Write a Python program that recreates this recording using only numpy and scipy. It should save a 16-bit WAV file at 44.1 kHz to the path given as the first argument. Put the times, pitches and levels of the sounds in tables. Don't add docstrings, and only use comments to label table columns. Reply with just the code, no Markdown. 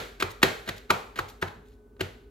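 import sys
import numpy as np
from scipy import signal
from scipy.fft import rfft, irfft
from scipy.io import wavfile
from scipy.ndimage import uniform_filter1d

SR = 44100
rng = np.random.default_rng(int(sys.argv[2]) if len(sys.argv) > 2 else 0)


def wav_record(signal):
    frames = np.transpose(np.atleast_2d(signal))
    bounded = np.clip(frames, -1, 1)
    quanta = np.round(bounded * 32767).astype(np.int16)
    wavfile.write(sys.argv[1], SR, quanta)


N = 101429
LEAD_S = 0.1


def undb(db):
    return 10 ** (np.asarray(db) / 20)


def unit(x):
    return x / np.sqrt(np.mean(x ** 2))


def curve(points, hz):
    p = np.array(points, float)
    return np.interp(np.log(np.maximum(hz, 1)), np.log(p[:, 0]), p[:, 1])


def freqs(size):
    return np.arange(size // 2 + 1) * SR / size


def noise(gain):
    phase = 2 * np.pi * rng.random(len(gain))
    return unit(irfft(gain * np.exp(1j * phase)))


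def resonance(f, hz, width_hz):
    return 1 / (1 + ((f - hz) / width_hz) ** 2)


def add(out, x, start_s):
    i = max(int((start_s + LEAD_S) * SR), 0)
    n = min(x.shape[-1], out.shape[-1] - i)
    out[..., i:i + n] += x[..., :n]


def stereo(mid, side):
    return np.array([mid + side, mid - side])


def burst(gain, rise_s, hold_s, release_s):
    x = noise(gain)
    t = np.arange(len(x)) / SR
    rise = np.minimum(t / rise_s, 1)
    release = np.exp(-np.maximum(t - rise_s - hold_s, 0) / release_s)
    env = rise * release
    phase = np.angle(rfft(x * env))
    even = irfft(gain * np.exp(1j * phase))
    return unit(even * np.sqrt(env)) * np.sqrt(np.mean(env ** 2))


def knock(t, hz, rise_s, decay_s):
    env = (1 - np.exp(-t / rise_s)) * np.exp(-t / decay_s)
    return np.sqrt(2) * env / env.max() * np.sin(2 * np.pi * hz * t)


# frequency in Hz, relative level per Hz in dB.
SKIN_COLOUR = [(40, -26.5), (120, -9.5), (220, -0.5), (290, -10), (450, 3), (560, -5.5), (720, -3.5),
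               (1000, -8.5), (1400, 0.5), (2000, -1), (2900, -5.5), (4100, -5.5), (5200, -14.5),
               (7500, -16.5), (9500, -23.5), (12500, -15.5), (15500, -26.5)]
TILT_LOW_HZ, TILT_TOP_HZ = 200, 7000


def skin(f, tilt_db):
    octaves = np.log2(np.clip(f, TILT_LOW_HZ, TILT_TOP_HZ) / 1500)
    return undb(curve(SKIN_COLOUR, f) + tilt_db * octaves)


CONTACT_S, RELEASE_S = 0.0033, 0.0048


def crack(f, tilt_db, rise_s):
    return burst(skin(f, tilt_db), rise_s, CONTACT_S, RELEASE_S)


SQUEEZE_HZ, SQUEEZE_WIDTH_HZ, SQUEEZE_RELEASE_S = 930, 260, 0.006


def squeezed_air(f, rise_s):
    return burst(resonance(f, SQUEEZE_HZ, SQUEEZE_WIDTH_HZ), rise_s, CONTACT_S, SQUEEZE_RELEASE_S)


POCKET_HOLD_S, POCKET_RELEASE_S = 0.0026, 0.0025


def pop(f, hz, width_hz, rise_s):
    return burst(resonance(f, hz, width_hz), rise_s, POCKET_HOLD_S, POCKET_RELEASE_S)


# frequency in Hz before a small random change,
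# level in dB added to the slap's palm level, decay in seconds.
PALM_MODES = [(363, -1, 0.0063), (436, -10, 0.004)]
PALM_SCATTER, PALM_RISE_S = 0.02, 0.0025


def palm(t):
    pitch_change = np.exp(PALM_SCATTER * rng.standard_normal())
    return sum(undb(db) * knock(t, hz * pitch_change, PALM_RISE_S, decay_s) for hz, db, decay_s in PALM_MODES)


THUD_HZ, THUD_RISE_S, THUD_DECAY_S = 160, 0.0018, 0.0038


def thud(t):
    return knock(t, THUD_HZ, THUD_RISE_S, THUD_DECAY_S)


SAG_HZ, SAG_RISE_S, SAG_DECAY_S = 102, 0.0022, 0.011


def sag(t):
    return knock(t, SAG_HZ, SAG_RISE_S, SAG_DECAY_S)


RUSTLE_GRAIN_S, RUSTLE_SPREAD_DB = 0.0015, 5


def rustle(x):
    grain = int(RUSTLE_GRAIN_S * SR)
    levels = undb(RUSTLE_SPREAD_DB * rng.standard_normal(len(x) // grain + 1))
    patches = uniform_filter1d(np.repeat(levels, grain), grain // 2)
    return unit(x * patches[:len(x)]) * np.std(x)


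TOUCH_RISE_SHARE, TOUCH_HOLD_SHARE, TOUCH_RELEASE_SHARE = 0.35, 0.69, 0.18


def touch(f, length_s, tilt_db):
    brush = burst(skin(f, tilt_db), length_s * TOUCH_RISE_SHARE,
                  length_s * TOUCH_HOLD_SHARE, length_s * TOUCH_RELEASE_SHARE)
    return rustle(brush)


# start in seconds, crack level in dB, crack tilt in dB per octave,
# air pocket pitch in Hz, pocket width in Hz, pop level in dB, pocket overtone level in dB,
# squeezed air level in dB, palm level in dB, thud level in dB, sag level in dB, rise in seconds.
SLAPS = [(-.045, -17.5, 0.5, 1340, 300, -21, -41, -47, -22.5, -29.5, -38.5, 0.0015),
         (0.223, -23, -0.4, 1264, 190, -18.5, -26, -41, -24.5, -37.5, -34, .00064),
         (0.4278, -11.5, 0, 1650, 450, -10, -19.5, -27.5, -15, -22.5, -32.5, 0.0026),
         (0.689, -27, 0.1, 1950, 500, -28, -38.5, -51.5, -36.5, -36, -39.5, 0.00035),
         (.9010, -20, 0.84, 1303, 171, -14, -24, -22.5, -26.5, -32.5, -37, 0.0042),
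         (1.1877, -28.5, -0.2, 1367, 380, -22, -55, -32.5, -37.5, -35, -36.5, 0.002505),
         (1.42, -30.5, -0.7, 1556, 380, -22.5, -43, -32, -28, -30, -36.5, 0.0058),
         (2.0050, -25.5, -0.5, 1540, 200, -31, -30.5, -52, -26, -36, -33.5, 0.0041)]
# start in seconds, length in seconds,
# level in dB, tilt in dB per octave.
TOUCHES = [(0.197, 0.017, -30, 0), (0.296, 0.021, -48, 6.5), (0.417, 0.0068, -37, -1.5),
           (0.658, 0.012, -47, -0.5), (0.672, 0.018, -34.5, -1.9), (0.759, 0.023, -49.5, 4),
           (0.8918, 0.021, -28.5, -3.5), (1.156, 0.011, -38.5, -1.5), (1.163, 0.039, -41, -1),
           (1.279, 0.023, -49.5, 7), (1.412, 0.015, -40.5, 2), (1.47, 0.014, -43, -1.5),
           (1.561, 0.011, -47, -13), (1.631, .1, -70, 4), (1.964, 0.0039, -55, -5),
           (1.9927, 0.011, -41, -4)]
OVERTONE_RATIO = 1.87
SAG_DELAY_S = 0.016


def hands(size=8192):
    f, t = freqs(size), np.arange(size) / SR
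    contact, pops, palms, thuds = np.zeros((4, N + int(LEAD_S * SR)))
    for (start_s, crack_db, tilt_db, pocket_hz, width_hz, pop_db, overtone_db,
         squeeze_db, palm_db, thud_db, sag_db, rise_s) in SLAPS:
        landed_s = start_s + rise_s
        add(contact, undb(crack_db) * crack(f, tilt_db, rise_s), start_s)
        add(contact, undb(squeeze_db) * squeezed_air(f, rise_s), landed_s)
        add(pops, undb(pop_db) * pop(f, pocket_hz, width_hz, rise_s), start_s)
        add(pops, undb(overtone_db) * pop(f, pocket_hz * OVERTONE_RATIO, width_hz, rise_s), start_s)
        add(palms, undb(palm_db) * palm(t), landed_s)
        add(thuds, undb(thud_db) * thud(t), landed_s)
        add(thuds, undb(sag_db) * sag(t), start_s + SAG_DELAY_S)
    for start_s, length_s, db, tilt_db in TOUCHES:
        add(contact, undb(db) * touch(f, length_s, tilt_db), start_s)
    return contact, pops, palms, thuds


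WALL_DELAY_S, WALL_DB = 0.0032, -5.5


def wall(x):
    echo = np.pad(x, (int(WALL_DELAY_S * SR), 0))[:len(x)]
    return (x + undb(WALL_DB) * echo) / np.hypot(1, undb(WALL_DB))


# frequency in Hz, lead in radians.
EAR_PHASE = [(100, 0), (300, 0.6), (440, 0.54), (600, 1.7), (1050, 1.2), (1400, 1.65), (2300, 1.41),
             (3000, 0.97), (6000, 1.1), (7500, 0.5), (9000, -13.5), (11000, -3), (13500, -16), (15500, -11)]
LEFT_DB = 0.54


def counter(x, size=131072):
    lead = curve(EAR_PHASE, freqs(size))
    ears = np.array([[1], [-1]]) / 2
    shifted = irfft(rfft(x, size) * np.exp(1j * ears * lead))
    return shifted[:, :len(x)] * undb(ears * LEFT_DB)


# frequency in Hz,
# time to fade by 60 dB in seconds, level in dB.
ROOM_MODES = [(66.4, 0.27, -16), (114, 0.96, -3), (250, .3, -9)]


def boom(thuds, size=32768):
    t = np.arange(size) / SR
    ring = 0
    for hz, t60, db in ROOM_MODES:
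        fade = np.exp(-np.log(1000) * t / t60)
        ring = ring + undb(db) * unit(np.sin(2 * np.pi * hz * t) * fade)
    return signal.fftconvolve(thuds, ring * 2 / size)[:len(thuds)]


POP_ROOM_DB = -3.5
PALM_ROOM_DB, THUD_ROOM_DB = -4, -3.5


def outward(contact, pops, palms, thuds):
    return contact + undb(POP_ROOM_DB) * pops + undb(PALM_ROOM_DB) * palms + undb(THUD_ROOM_DB) * thuds


# frequency in Hz, level in dB.
ROOM_COLOUR = [(50, -13.5), (110, 6.5), (170, -3.5), (260, -1.5), (350, -7), (450, -0.5), (600, -2),
               (850, -5), (1400, -9.5), (3500, -8), (7000, -8.5), (15000, -13.5)]
# frequency in Hz, time to fade by 60 dB in seconds.
ROOM_T60 = [(60, 0.2), (400, 0.48), (1200, 0.46), (3500, 0.55), (8000, 0.5), (15000, .65)]
# frequency in Hz, side level against mid in dB.
ROOM_WIDTH = [(100, -16.5), (350, -8), (700, -0.5), (1400, -0.5), (4000, -7), (11000, 1)]
ROOM_DELAY_S, ROOM_BUILD_S = 0.003, 0.0015
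EARLY_DB, EARLY_S = -8.5, 0.046


def kitchen(x, size=32768):
    f, t = freqs(size), np.arange(size) / SR
    late = np.maximum(t - ROOM_DELAY_S, 0)
    build = 1 - np.exp(-late / ROOM_BUILD_S)
    shape = build * (1 + undb(EARLY_DB) * np.exp(-late / EARLY_S))
    mid, side = (rfft(noise(np.ones(len(f)))) for _ in range(2))
    both = stereo(mid, side * undb(curve(ROOM_WIDTH, f))) * undb(curve(ROOM_COLOUR, f))
    response, octave = 0, np.log2(np.maximum(f, 1))
    for k in range(5, 16, 2):
        band = np.maximum(1 - np.abs(octave - k) / 2, 0)
        env = shape * np.exp(-np.log(1000) * t / curve(ROOM_T60, 2. ** k))
        response = response + irfft(both * band) * env / np.sqrt(np.sum(env ** 2))
    return signal.fftconvolve(x[None], response, axes=1)[:, :len(x)]


# frequency in Hz, relative level per Hz in dB.
AIR_COLOUR = [(25, -17.5), (55, 0.5), (100, -2.5), (170, -14), (240, -6), (300, -9.5), (420, -13.5),
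              (600, -21), (1000, -25), (2000, -38.5), (5000, -45.5), (15000, -46)]
AIR_DB = -58.5
# frequency in Hz, width in Hz, level in dB.
HUM = [(51.6, 9, -59), (242.5, 18, -65), (408, 25, -61)]
# frequency in Hz, level in dB.
TONES = [(50, -59), (420, -65), (1500, -77)]


def background(size=131072):
    f, t = freqs(size), np.arange(size) / SR
    gain = undb(curve(AIR_COLOUR, f))
    side_gain = gain * undb(curve(ROOM_WIDTH, f))
    side_level = np.linalg.norm(side_gain) / np.linalg.norm(gain)
    air = stereo(noise(gain), noise(side_gain) * side_level)
    hum = sum(undb(db) * noise(resonance(f, hz, width_hz)) for hz, width_hz, db in HUM)
    whine = sum(undb(db) * np.sqrt(2) * np.sin(2 * np.pi * hz * t) for hz, db in TONES)
    return (undb(AIR_DB) * air + hum + whine)[:, :N]


def scene(count=4):
    contact, pops, palms, thuds = hands()
    direct = counter(wall(contact) + pops + palms + thuds)
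    room = sum(kitchen(outward(*hands())) for _ in range(count)) / np.sqrt(count)
    return (direct + boom(thuds) + room)[:, -N:] + background()


LOW_CUT_HZ, TOP_HZ = 33, 15800


def record(dry):
    x = signal.sosfilt(signal.butter(3, LOW_CUT_HZ, "high", fs=SR, output="sos"), dry)
    soft = x / (1 + x ** 4) ** .25
    return signal.sosfilt(signal.ellip(8, .2, 70, TOP_HZ, fs=SR, output="sos"), soft)


dry = scene()
out = record(dry)
wav_record(out)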